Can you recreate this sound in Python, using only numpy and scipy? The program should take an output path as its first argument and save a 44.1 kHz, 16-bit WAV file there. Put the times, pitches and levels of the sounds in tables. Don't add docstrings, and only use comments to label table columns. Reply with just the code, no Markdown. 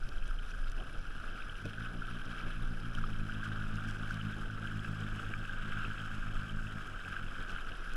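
import sys
import numpy as np
from scipy import signal
from scipy.fft import rfft, irfft, next_fast_len
from scipy.io import wavfile
from scipy.ndimage import map_coordinates

SR = 44100
rng = np.random.default_rng(int(sys.argv[2]) if len(sys.argv) > 2 else 0)


def store_pcm(level_fs):
    pcm = np.round(np.clip(level_fs, -1, 1) * 32767).astype(np.int16)
    wavfile.write(sys.argv[1], SR, np.atleast_2d(pcm).T)


N = 351036

# t/s, level/dB
HULL_FLOW = [(0, -54.5), (0.8, -53.5), (1.35, -50), (2.1, -49), (2.42, -44.5), (2.75, -52.5), (3.45, -48.5),
             (4.35, -48), (5.1, -47), (6.1, -46.5), (6.4, -49), (7.25, -48), (7.55, -45.5), (7.96, -49.5)]
CRUISE_DB = -48
# f/Hz, relative level/dB
SLOSH_SPECTRUM = [(60, -7.5), (220, 5), (400, -0.5), (620, -3), (800, -5), (950, -13.5), (1500, -9.5),
                  (2500, -56)]


def engine(dispersion_rad=.14, cruise_hz=53, brighten_db_per_hz=0.1441):
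    # t/s, f/Hz
    firing_rate = [(0, 41.3), (0.8, 42.4), (1.42, 40), (1.64, 48), (1.85, 58), (2.3, 58.6), (2.85, 57.7),
                   (3.1, 53), (4.62, 53), (4.9, 52.8), (5.9, 52.6), (6.12, 53.5), (6.3, 51.3), (6.65, 53.3),
                   (7.05, 46), (7.96, 45.6)]
    # f/Hz, relative level/dB
    muffling = [(45, -15), (55, -7.5), (90, 1.5), (108, -0.5), (160, -5.5), (215, -5.5), (265, -15),
                (320, -19.5), (450, -41), (700, -56)]
    firing_hz = curve(firing_rate)
    phase = 2 * np.pi * np.cumsum(firing_hz * (1 + 0.0051 * wobble(25))) / SR
    harmonics = np.zeros(N)
    for k in range(1, 8):
        lag = dispersion_rad * k * k + 0.13 * k * wobble(18)
        bright_db = brighten_db_per_hz * (k - 2) * (firing_hz - cruise_hz)
        level_db = along(muffling, k * firing_hz) + bright_db + 1.42 * wobble(14)
        harmonics -= amp(level_db) * np.cos(k * phase - lag)
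    gurgle = unit(noise(muffling) * (1 + 1.1 * np.cos(phase)))
    return gulping() * (amp(0.64) * unit(harmonics) + amp(-13.5) * gurgle)


def gulping(idle_dip_db=10.5, drive_dip_db=5.5, scatter_s=.008, scatter_db=1.0):
    # t/s, level/dB
    crests = [(0, -59), (0.5, -56), (0.92, -51.5), (1.55, -53.5), (1.65, -45), (2.0, -42), (2.35, -45),
              (3.25, -39.5), (4.2, -40), (4.6, -42.5), (4.9, -38), (5.48, -45), (5.68, -41.5), (5.98, -43),
              (6.35, -41.5), (6.76, -43.5), (6.9, -51.5), (7.25, -48), (7.96, -57)]
    # first crest t/s, gulp rate f/Hz
    runs = [(0.06, 6.25), (2.47, 7.8), (5.39, 7.8), (6.76, 6.25)]
    ends = [start for start, _ in runs[1:]] + [N / SR + .5]
    beats = [np.arange(start, end - .5 / hz, 1 / hz) for (start, hz), end in zip(runs, ends)]
    gulp_s = np.concatenate(beats)
    late, louder = rng.standard_normal((100, 2))[:len(gulp_s)].T
    gulp_s = np.sort(gulp_s + scatter_s * late)
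    t = np.arange(N) / SR
    crest_db = curve(crests) + scatter_db * np.interp(t, gulp_s, louder)
    sag = np.sin(np.pi * np.interp(t, gulp_s, np.arange(len(gulp_s)))) ** 2
    return amp(crest_db - sag * np.interp(crest_db, [-48, -40], [idle_dip_db, drive_dip_db]))


def water():
    # t/s, share of power (0-1)
    bright_share = [(0, 0.26), (2.9, 0.3), (5.5, 0.88), (7, 0.88), (7.96, 0.35)]
    # f/Hz, relative level/dB
    bright_hiss_spectrum = [(2500, -35), (4500, -2.5), (5250, 5), (5800, -3.5), (6500, 1), (7000, -2),
                            (7900, 0.5), (9200, -10.5), (10150, -1), (10700, -6.5), (12000, -13),
                            (14400, -16), (15200, -40)]
    flow_db = curve(HULL_FLOW) - CRUISE_DB + 1.2 * wobble(6)
    large = bubbles(count=2400, low_hz=974, high_hz=1978, decay_cycles=3.35, spread_db=1.5)
    small = bubbles(count=3000, low_hz=2106, high_hz=4230, decay_cycles=5.45, spread_db=2.5)
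    tiny = bubbles(count=3500, low_hz=4370, high_hz=13160, decay_cycles=5.0, spread_db=4.5)
    swarm = coloured(foam() + amp(-10.5) * large + amp(-7.5) * small + amp(-4.5) * tiny, case_db)
    bright_hiss = unit(coloured(foam(), lambda hz: along(bright_hiss_spectrum, hz)))
    brightness = curve(bright_share)
    treble = np.sqrt(1 - brightness) * band(swarm, 4150, 14000) + np.sqrt(brightness) * bright_hiss
    wash = amp(CRUISE_DB + flow_db) * band(swarm, 570, 1955)
    fizz = amp(-57 + 0.92 * flow_db) * band(swarm, 1817, 4900)
    hiss = amp(-67.5 + .18 * flow_db) * treble
    churn = amp(0.78 * wobble(22) + 1.03 * wobble(70))
    return churn * (wash + fizz + hiss) + slosh(flow_db)


def bubbles(count, low_hz, high_hz, decay_cycles, spread_db):
    when, pitch, size = rng.random((count, 3)).T[:, :, None]
    hz = low_hz * (high_hz / low_hz) ** pitch
    n = np.arange(SR // 100)
    age = hz * n / SR / decay_cycles
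    strength = np.sqrt(hz) * amp(-spread_db * np.log(1 - .98 * size))
    envelope = np.exp(-age) - np.exp(-5 * age)
    rings = strength * envelope * np.sin(2 * np.pi * decay_cycles * age * (1 + 0.033 * age))
    samples = (when * N).astype(int) + n
    return unit(np.bincount(samples.ravel(), rings.ravel(), N)[:N])


def foam():
    return crackle(count=9000, spread_db=3.0) + amp(-3.0) * rng.standard_normal(N)


def slosh(flow_db, slap_half_s=0.036):
    # crest t/s, level/dB above the steady slosh
    wavelets = [(0.81, 6), (2.45, 2.5), (3.57, 3.5), (4.38, 6)]
    t = np.arange(N) / SR
    slap_db = sum(db * np.exp(-((t - s) / slap_half_s) ** 2) for s, db in wavelets)
    return amp(-56.5 + 0.23 * flow_db + slap_db + 1.65 * wobble(30)) * noise(SLOSH_SPECTRUM)


def plops(t60_cycles=23, attack_s=0.00036):
    # t/s, level/dB, f/Hz
    big_bubbles = [(0.309, -32.5, 1340), (0.389, -37, 3020), (0.801, -33, 3020), (1.053, -32.5, 1440),
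                   (1.422, -35.5, 2460), (1.496, -29.5, 3110), (1.781, -28, 1530), (2.02, -27, 1410),
                   (2.083, -30, 1293), (2.95, -29, 3050), (3.039, -26.5, 1220), (3.295, -27.5, 1470),
                   (3.43, -25.5, 1560), (3.453, -28, 1467), (3.638, -29, 1460), (3.783, -30, 1425),
                   (4.032, -29.5, 1473), (4.107, -23, 1470), (4.213, -30.5, 2927), (4.5, -30, 1467),
                   (4.654, -28.5, 1528), (4.672, -30, 3119), (5.337, -25, 1563), (5.338, -29.5, 2340),
                   (5.494, -26, 1564), (5.772, -27.5, 1489), (5.804, -28, 1430), (5.85, -27.5, 2630),
                   (6.001, -31, 3220), (6.496, -32.5, 3057), (6.588, -28.5, 1510), (6.669, -32, 2656),
                   (7.165, -22, 1570), (7.561, -27, 1417)]
    out, t = np.zeros(N), np.arange(SR // 20) / SR
    for s, db, hz in list(big_bubbles) + stray_bubbles(per_size=18):
        envelope = amp(-60 * t * hz / t60_cycles) * (1 - np.exp(-t / attack_s))
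        strength = amp(db + 1.0 - case_db(hz))
        add(out, s, strength * envelope * np.sin(2 * np.pi * hz * t))
    return coloured(out, case_db)


def stray_bubbles(per_size, scatter_db=1.5):
    # lowest f/Hz, highest f/Hz, level/dB at cruising flow, growth/(dB per dB of flow)
    sizes = [(1305, 1605, -34, .5), (2440, 3320, -35.5, 0.6)]
    rows = []
    for low_hz, high_hz, db, growth in sizes:
        when, pitch = rng.random((per_size, 2)).T
        s = when * N / SR
        flow_db = np.interp(s, *np.transpose(HULL_FLOW)) - CRUISE_DB
        level_db = db + growth * flow_db + scatter_db * rng.standard_normal(per_size)
        rows += zip(s, level_db, low_hz + (high_hz - low_hz) * pitch)
    return rows


def case_db(hz):
    # f/Hz, level/dB
    slope = [(200, -16), (600, -3), (950, -1), (2100, 1), (3700, -0.5), (4400, -11.5), (6500, -18),
             (8500, -21.5), (11500, -19.5), (13000, -29), (14500, -23), (15200, -58)]
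    # f/Hz, width/Hz, level/dB above the slope
    resonances = [(1316.5, 227, 16), (1600.6, 169, 15), (2310, 71, 6), (2592, 172, 7.5), (3074, 334, 10),
                  (5097, 175, 11), (5820, 240, 9), (9380, 270, 9.5), (10230, 620, 8)]
    return along(slope, hz) + sum(db * np.exp(-((hz - f) / width) ** 2) for f, width, db in resonances)


def spray(light_drops=20, tick_t60_s=.009):
    # t/s, relative level/dB
    heavy_drops = [(0.09, -39.5), (0.698, -45), (0.718, -38), (1.655, -38), (2.951, -40), (3.757, -43.5),
                   (3.910, -40.5), (4.109, -41), (4.143, -40.5), (5.005, -40), (7.936, -37.5)]
    # crest t/s, relative level/dB, half length/s
    splashes = [(3.447, -59.5, .018), (3.892, -58, .016), (4.104, -58.5, .016), (7.5, -59.5, .018)]
    # f/Hz, level/dB
    spatter = [(500, -9), (3000, 4), (5500, 6.5), (8500, -2), (11000, -7.5), (14000, -19), (15200, -29)]
    out, t = np.zeros(N), np.arange(N) / SR
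    tick = amp(-5.5 - 60 * t[:SR // 50] / tick_t60_s)
    drizzle = zip(rng.random(light_drops) * N / SR, -53 + 6 * rng.standard_normal(light_drops))
    for s, db in [*heavy_drops, *drizzle]:
        add(out, s, amp(db) * tick * rng.standard_normal(len(tick)))
    showers = sum(amp(db - 8.0 * ((t - s) / half_s) ** 2) for s, db, half_s in splashes)
    out += showers * crackle(count=30000, spread_db=4.5)
    return coloured(out, lambda hz: along(spatter, hz))


def thump(attack_s=0.0013, slap_t60_s=.05):
    # t/s, level/dB
    knock = (1.653, -44)
    # f/Hz, relative level/dB, T60/s
    hull_modes = [(182, 4.5, 0.11), (284, 3.5, 0.11), (465, -0.5, 0.14), (610, 3.5, 0.044),
                  (2520, 3, 0.033)]
    out, t = np.zeros(N), np.arange(SR // 4) / SR
    s, db = knock
    ring = sum(amp(level - 60 * t / t60) * np.sin(2 * np.pi * hz * t) for hz, level, t60 in hull_modes)
    slap = amp(2 - 60 * t / slap_t60_s) * noise(SLOSH_SPECTRUM)[:len(t)]
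    add(out, s, amp(db) * (ring + slap) * (1 - np.exp(-t / attack_s)))
    return out


def wind(gust_db=2, gusts_per_s=5.5):
    # t/s, level/dB
    strength = [(0, -34), (1.1, -35), (1.6, -39.5), (2.1, -38.5), (3.9, -38.5), (4.4, -42), (5.2, -42),
                (5.7, -38.5), (7.96, -37.5)]
    # f/Hz, relative level/dB
    buffeting = [(4, -11.5), (12, -2.5), (22, 2.5), (32, -8), (45, -20.5), (70, -30), (130, -29),
                 (300, -69), (800, -100)]
    return amp(curve(strength) + gust_db * wobble(gusts_per_s)) * noise(buffeting)


def crackle(count, spread_db):
    when, size, sign = rng.random((count, 3)).T
    clicks = np.sign(sign - .5) * amp(-spread_db * np.log(1 - .99 * size))
    return unit(np.bincount((when * N).astype(int), clicks, N))


def noise(spectrum):
    return unit(coloured(rng.standard_normal(N), lambda hz: along(spectrum, hz)))


def coloured(x, gain_db):
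    m = 2 * next_fast_len(N // 2 + SR // 4)
    gain = amp(gain_db(np.fft.rfftfreq(m, 1 / SR)))
    cepstrum = irfft(np.log(gain + 1e-6), m)
    cepstrum[1:m // 2] *= 2
    cepstrum[m // 2 + 1:] = 0
    return irfft(rfft(x, m) * np.exp(rfft(cepstrum)), m)[:N]


def band(x, low_hz, high_hz):
    sections = signal.butter(4, [low_hz, high_hz], btype="band", fs=SR, output="sos")
    return unit(signal.sosfiltfilt(sections, x))


def wobble(knots_per_s):
    coarse = np.arange(0, N, SR // 1000)
    knots = rng.standard_normal(int(N * knots_per_s / SR) + 4)
    return np.interp(np.arange(N), coarse, map_coordinates(knots, [coarse * knots_per_s / SR]))


def curve(points):
    return np.interp(np.arange(N) / SR, *np.transpose(points))


def along(points, hz):
    f, db = np.transpose(points)
    return np.interp(np.log(hz + 1), np.log(f + 1), db)


def add(track, s, sound):
    span = track[max(round(s * SR), 0):][:len(sound)]
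    span += sound[:len(span)]


def amp(db):
    return 10 ** (np.asarray(db) / 20)


def unit(x):
    return x / np.sqrt(np.mean(x ** 2) + 1e-20)


def scene():
    return (engine() + water() + plops() + spray() + thump() + wind())[None]


def record(dry, top_hz=15100):
    m = next_fast_len(N + SR // 2)
    passband = np.fft.rfftfreq(m, 1 / SR) < top_hz
    return irfft(rfft(dry, m) * passband, m)[:, :N]


dry = scene()
out = record(dry)
store_pcm(out)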